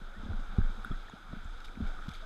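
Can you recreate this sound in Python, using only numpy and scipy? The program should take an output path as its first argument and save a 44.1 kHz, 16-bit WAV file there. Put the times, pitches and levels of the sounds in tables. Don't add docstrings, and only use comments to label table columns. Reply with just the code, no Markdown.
import sys
import numpy as np
from scipy import signal
from scipy.fft import rfft, irfft
from scipy.io import wavfile
from scipy.ndimage import uniform_filter1d

SR = 44100
rng = np.random.default_rng(int(sys.argv[2]) if len(sys.argv) > 2 else 0)


def bounce(signal):
    frames = np.transpose(np.atleast_2d(signal))
    limited = np.clip(frames, -1, 1)
    pcm = np.round(limited * 32767).astype(np.int16)
    wavfile.write(sys.argv[1], SR, pcm)


def gain_from_decibels(decibels):
    exponent = np.asarray(decibels, float) / 20
    return 10 ** exponent


N = 99225

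# t/s, peak level/dB, f/Hz, swell time/s
HEAVES = [(0.0, -37.5, 24, 0.046), (0.17, -38, 24, 0.05), (0.325, -26.5, 23.45, 0.041),
          (0.47, -32, 25, 0.031), (0.602, -19.5, 23, 0.031), (0.775, -38, 27, 0.03),
          (0.895, -28.5, 24.6, 0.031), (1.145, -57, 25.7, 0.014), (1.21, -45, 24, 0.063),
          (1.28, -40.5, 26.4, 0.045), (1.345, -39, 21.6, .04), (1.445, -35, 29.1, 0.051),
          (1.56, -33.5, 24.8, 0.024), (1.66, -34, 24, 0.022), (1.845, -25.5, 21.6, 0.028),
          (1.95, -35.5, 23.2, 0.032), (2.13, -37.5, 24, 0.062)]
# t/s, peak level/dB, f/Hz, swell time/s
SLAPS = [(0.5825, -15.5, 66, 0.006), (0.5852, -19, 180, 0.003), (0.5825, -29.5, 350, 0.0035),
         (0.606, -38, 200, .005), (0.9075, -41, 370, .004), (0.847, -47, 400, .002),
         (1.131, -49, 440, .003), (1.288, -47, 150, .004), (0.316, -46, 330, .003), (0.283, -47, 330, .003),
         (0.727, -52, 441, .004), (2.056, -50, 270, .004), (2.078, -36, 60, .006),
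         (0.9065, -28.5, 100, 0.004), (0.9105, -32.5, 230, 0.004), (1.1345, -40, 202, 0.0045),
         (1.3295, -35.5, 107, 0.0031), (1.333, -34.5, 218, 0.0037), (2.0825, -29.5, 170, 0.0037)]
# t/s, peak level/dB, f/Hz, swell time/s
THUMPS = [(0.18, -45, 79, 0.011), (0.245, -35, 60, 0.0062), (0.293, -30, 83, 0.0092),
          (0.36, -51, 93.5, .01), (0.602, -25, 45, 0.007), (0.606, -33, 92, 0.007), (0.7, -46, 90, .01),
          (0.78, -48.5, 88.6, .01), (1.38, -51, 90, .008), (1.452, -37, 69.5, 0.0057),
          (1.784, -39, 63.6, 0.0081), (1.82, -27.5, 70, 0.0066), (2.1, -39, 69.6, .006)]
# t/s, peak level/dB, f/Hz, swell time/s
KNOCKS = [(0.015, -43, 185, 0.0035), (0.164, -46.5, 206, 0.0085), (0.195, -48, 210, 0.0068),
          (0.233, -36.5, 220, 0.003), (0.26, -37.5, 220, 0.004), (0.284, -40, 212, 0.0055),
          (0.318, -42, 221, 0.0013), (0.335, -38, 205, 0.0054), (0.39, -46, 232, 0.0046),
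          (0.08, -57, 203, 0.011), (0.49, -50, 199, 0.0057), (0.52, -48, 202, .008),
          (0.645, -42, 207, 0.0042), (0.694, -41.5, 193, 0.0035), (0.775, -46, 210, 0.0073),
          (0.856, -45, 224, 0.0054), (0.925, -43, 190, 0.004), (1.365, -40.5, 205, 0.0051),
          (1.452, -48, 205, 0.0039), (1.772, -36, 221, 0.0033), (1.803, -29, 225, 0.0043),
          (1.83, -35, 211, 0.0033), (1.985, -51, 202, 0.0067)]
# f/Hz, t60/s, level/dB
HULL_MODES = [
    (24, 0.24, 7),
    (55, 0.053, 0.5),
    (82, 0.06, -0.5),
    (205, 0.037, -3.5),
]
# t/s, peak level/dB, f/Hz, swell time/s
DROPS = [(0.331, -40, 1438, 0.0028), (0.615, -44, 1570, 0.0022), (0.8465, -28.5, 1402, 0.0018),
         (0.853, -49, 1520, 0.0024), (0.8475, -48.5, 3600, 0.0014), (0.847, -72, 13900, .0015),
         (0.8458, -62, 8000, .0007), (0.846, -63, 9700, .0007), (0.915, -46.5, 3370, 0.0025),
         (0.9125, -43, 1300, 0.0053), (0.911, -50, 656, .003), (1.083, -44.5, 1730, 0.0019),
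         (1.097, -54.5, 6700, 0.0011), (1.097, -64, 9900, 0.00081), (1.097, -42, 880, 0.0014),
         (1.098, -53, 3700, 0.0016), (1.329, -45, 606, 0.0022), (1.683, -47, 2300, 0.0013),
         (1.754, -49, 2300, .0012), (1.33, -43, 1300, .001), (1.865, -51, 2250, .002),
         (1.94, -55, 2300, .002), (1.645, -57, 3700, .0015), (1.655, -58, 5000, .0015),
         (2.083, -52, 3300, .001), (2.116, -50, 2250, .0012), (2.128, -51, 3500, .0012),
         (2.148, -53, 4500, .0012), (2.136, -58, 6400, .001), (1.805, -50.5, 455, 0.005),
         (1.989, -38, 1290, 0.0015), (2.023, -40, 1420, 0.0015), (2.09, -47, 3630, 0.0013),
         (2.149, -46.5, 2250, 0.0016), (2.22, -52, 649, 0.016)]
# t/s, peak level/dB, start f/Hz, swell time/s
BUBBLES = [
    (0.8462, -52, 10000, 0.0012),
    (1.445, -57.5, 6800, 0.0008),
]
# t/s, level/dB, swell time/s
SPRAYS = [(0.39, -63, 0.011), (1.08, -64, .004), (1.602, -57, 0.003), (1.64, -58, 0.01), (1.675, -63, .005),
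          (1.86, -62, .02), (2.066, -61, .003), (2.081, -56, 0.003), (2.089, -55, .003), (2.103, -60, .004),
          (2.114, -60, 0.003), (2.134, -57, 0.004), (2.142, -58, .003), (2.148, -55, 0.004),
          (2.158, -61, .012)]
# t/s, level/dB
CHOP = [(0, 1.5), (.1, 0), (.35, 8), (.5, 1.5), (.8, 3), (.95, -1), (1.05, -6), (1.25, -5), (1.45, 0),
        (1.53, -8), (1.65, -10), (1.85, 7.5), (2.0, 2), (2.15, -3.5), (2.25, -6)]
# t/s, level/dB
WASH = [
    (0.0, -54.5),
    (0.13, -55),
    (0.34, -53.5),
    (0.94, -51),
    (1.07, -53.5),
    (1.32, -53.5),
    (2.06, -52),
    (2.25, -52.5),
]
# f/Hz, level/dB per Hz
WALLS = [(100, -10), (300, -8.5), (600, -15.5), (1000, -19), (2000, -18), (5500, -33), (10000, -37.5),
         (15000, -42.5)]
# f/Hz, width/Hz, level/dB
CAVITY = [(802, 227, -10), (1384, 307, -0.5), (2290, 260, -17.5), (3547, 680, -13.5), (4940, 740, -24.5),
          (6340, 650, -28.5), (7600, 610, -34.5), (11100, 440, -39)]


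def rms_one(x):
    return x / np.sqrt(np.mean(x ** 2) + 1e-20)


def drift(rate_hz):
    r = np.exp(-2 * np.pi * rate_hz * 40 / SR)
    noise = rng.standard_normal(N // 40 + 2002)
    slow = signal.lfilter([1], [1, -2 * r, r * r], noise)[2000:]
    return np.interp(np.arange(N) / 40, np.arange(len(slow)), rms_one(slow - slow.mean()))


def over_time(table):
    t_s, level_db = np.transpose(table)
    return np.interp(np.arange(N) / SR, t_s, level_db)


def band(x, band_hz):
    return signal.sosfilt(signal.butter(2, band_hz, "band", fs=SR, output="sos"), x)


def swell(start_s, swell_s):
    t = np.maximum(np.arange(N) / SR - start_s, 0)
    return t, t / swell_s * np.exp(1 - t / swell_s)


def rings(rows, order=1, rise_per_s=0):
    out = np.zeros(N)
    for start_s, peak_db, hz, swell_s in rows:
        t, shape = swell(start_s, swell_s)
        glide = 1 + rise_per_s * np.minimum(t, 4 * swell_s) / 2
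        out += gain_from_decibels(peak_db) * shape ** order * np.sin(2 * np.pi * hz * t * glide)
    return out


def case(x):
    hz = np.maximum(np.fft.rfftfreq(N, 1 / SR), 20)
    wall_hz, wall_db = np.transpose(WALLS)
    power = gain_from_decibels(2 * np.interp(np.log(hz), np.log(wall_hz), wall_db))
    for centre_hz, width_hz, db in CAVITY:
        power = power + gain_from_decibels(2 * db) / (1 + (2 * (hz - centre_hz) / width_hz) ** 4)
    low_cut = hz ** 2 / (hz ** 2 + 60 ** 2)
    return irfft(rfft(x) * np.sqrt(power) * low_cut, N)


def board():
    return rings(HEAVES) + rings(THUMPS) + rings(KNOCKS) + rings(SLAPS, order=2)


def drops():
    return rings(DROPS, order=2)


def bubbles():
    return rings(BUBBLES, order=2, rise_per_s=70)


def spray():
    bright = band(rng.standard_normal(N), (2800, 14000))
    bursts = np.zeros(N)
    for start_s, level_db, swell_s in SPRAYS:
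        bursts += gain_from_decibels(level_db) * swell(start_s, swell_s)[1]
    grain_db = 3 * drift(105)
    return case(bright * bursts * gain_from_decibels(grain_db)) / np.std(case(bright))


def ripples():
    laps_per_s, lap_db, patchy_db = 99, -61, 3.5
    out = np.zeros(N)
    for hz, t60_s, mode_db in HULL_MODES:
        taps = (rng.random(N) < laps_per_s / SR) * rng.standard_normal(N) + 1e-18
        soft_taps = uniform_filter1d(taps, int(SR / hz / 2))
        r, w = gain_from_decibels(-60 / (t60_s * SR)), 2 * np.pi * hz / SR
        ring = signal.lfilter([1], [1, -2 * r * np.cos(w), r * r], soft_taps)
        ring = signal.lfilter([1, -1], [1, -.998], ring)
        out += gain_from_decibels(mode_db + patchy_db * drift(5.7)) * rms_one(ring)
    return gain_from_decibels(lap_db + over_time(CHOP)) * out


def slosh():
    water = rms_one(band(rng.standard_normal(N), (310, 980)))
    return gain_from_decibels(-66 + 1.17 * over_time(CHOP) + 2.27 * drift(25)) * water


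def gurgles():
    per_s, level_db, low_hz, high_hz = 30, -57, 420, 1700
    at, height, quiet, length = rng.random((int(per_s * N / SR), 4)).T
    start_s = at * N / SR
    peak_db = level_db + np.interp(start_s, *np.transpose(CHOP)) / 2 - 8 * quiet
    hz = low_hz * (high_hz / low_hz) ** height
    swell_s = .006 + .014 * length
    return rings(zip(start_s, peak_db, hz, swell_s), order=2, rise_per_s=4)


def wash():
    patchy_db, grain_db, patches_fade_hz = 2.5, 0.5, 2470
    edges_hz = 40 * 2 ** np.arange(0, 9.5)
    white = rng.standard_normal((2, N))
    noise = np.zeros(N)
    for k, (low_hz, high_hz) in enumerate(zip(edges_hz, edges_hz[1:])):
        patches_db = patchy_db * drift(6.7) + grain_db * drift(57)
        octave = band(white[k % 2], [low_hz, high_hz])
        noise += octave * gain_from_decibels(patches_db / (1 + low_hz / patches_fade_hz))
    return rms_one(case(noise)) * gain_from_decibels(over_time(WASH))


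def treble_dropouts(x):
    above_db, flutter_db = -36, 8
    level_db = 10 * np.log10(uniform_filter1d(x ** 2, SR // 12) + 1e-12)
    hz, edges_hz = np.fft.rfftfreq(N, 1 / SR), np.linspace(12700, 15100, 7)
    out = x.copy()
    for k, (low_hz, high_hz) in enumerate(zip(edges_hz, edges_hz[1:])):
        lost = level_db + flutter_db * drift(14) + 2 * k > above_db + 6
        strip = irfft(rfft(x) * ((hz >= low_hz) & (hz < high_hz)), N)
        out -= strip * uniform_filter1d(lost * 1., 400)
    return out


def scene():
    near = board() + drops() + bubbles() + spray()
    around = ripples() + slosh() + gurgles() + wash()
    return (near + around)[None]


def band_limit(x):
    return signal.sosfilt(signal.butter(12, 15000, fs=SR, output="sos"), x)


def record(dry):
    dull = signal.sosfilt(signal.butter(8, 14900, fs=SR, output="sos"), dry)
    mix = treble_dropouts(dull)
    return band_limit(mix)


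dry = scene()
out = record(dry)
bounce(out)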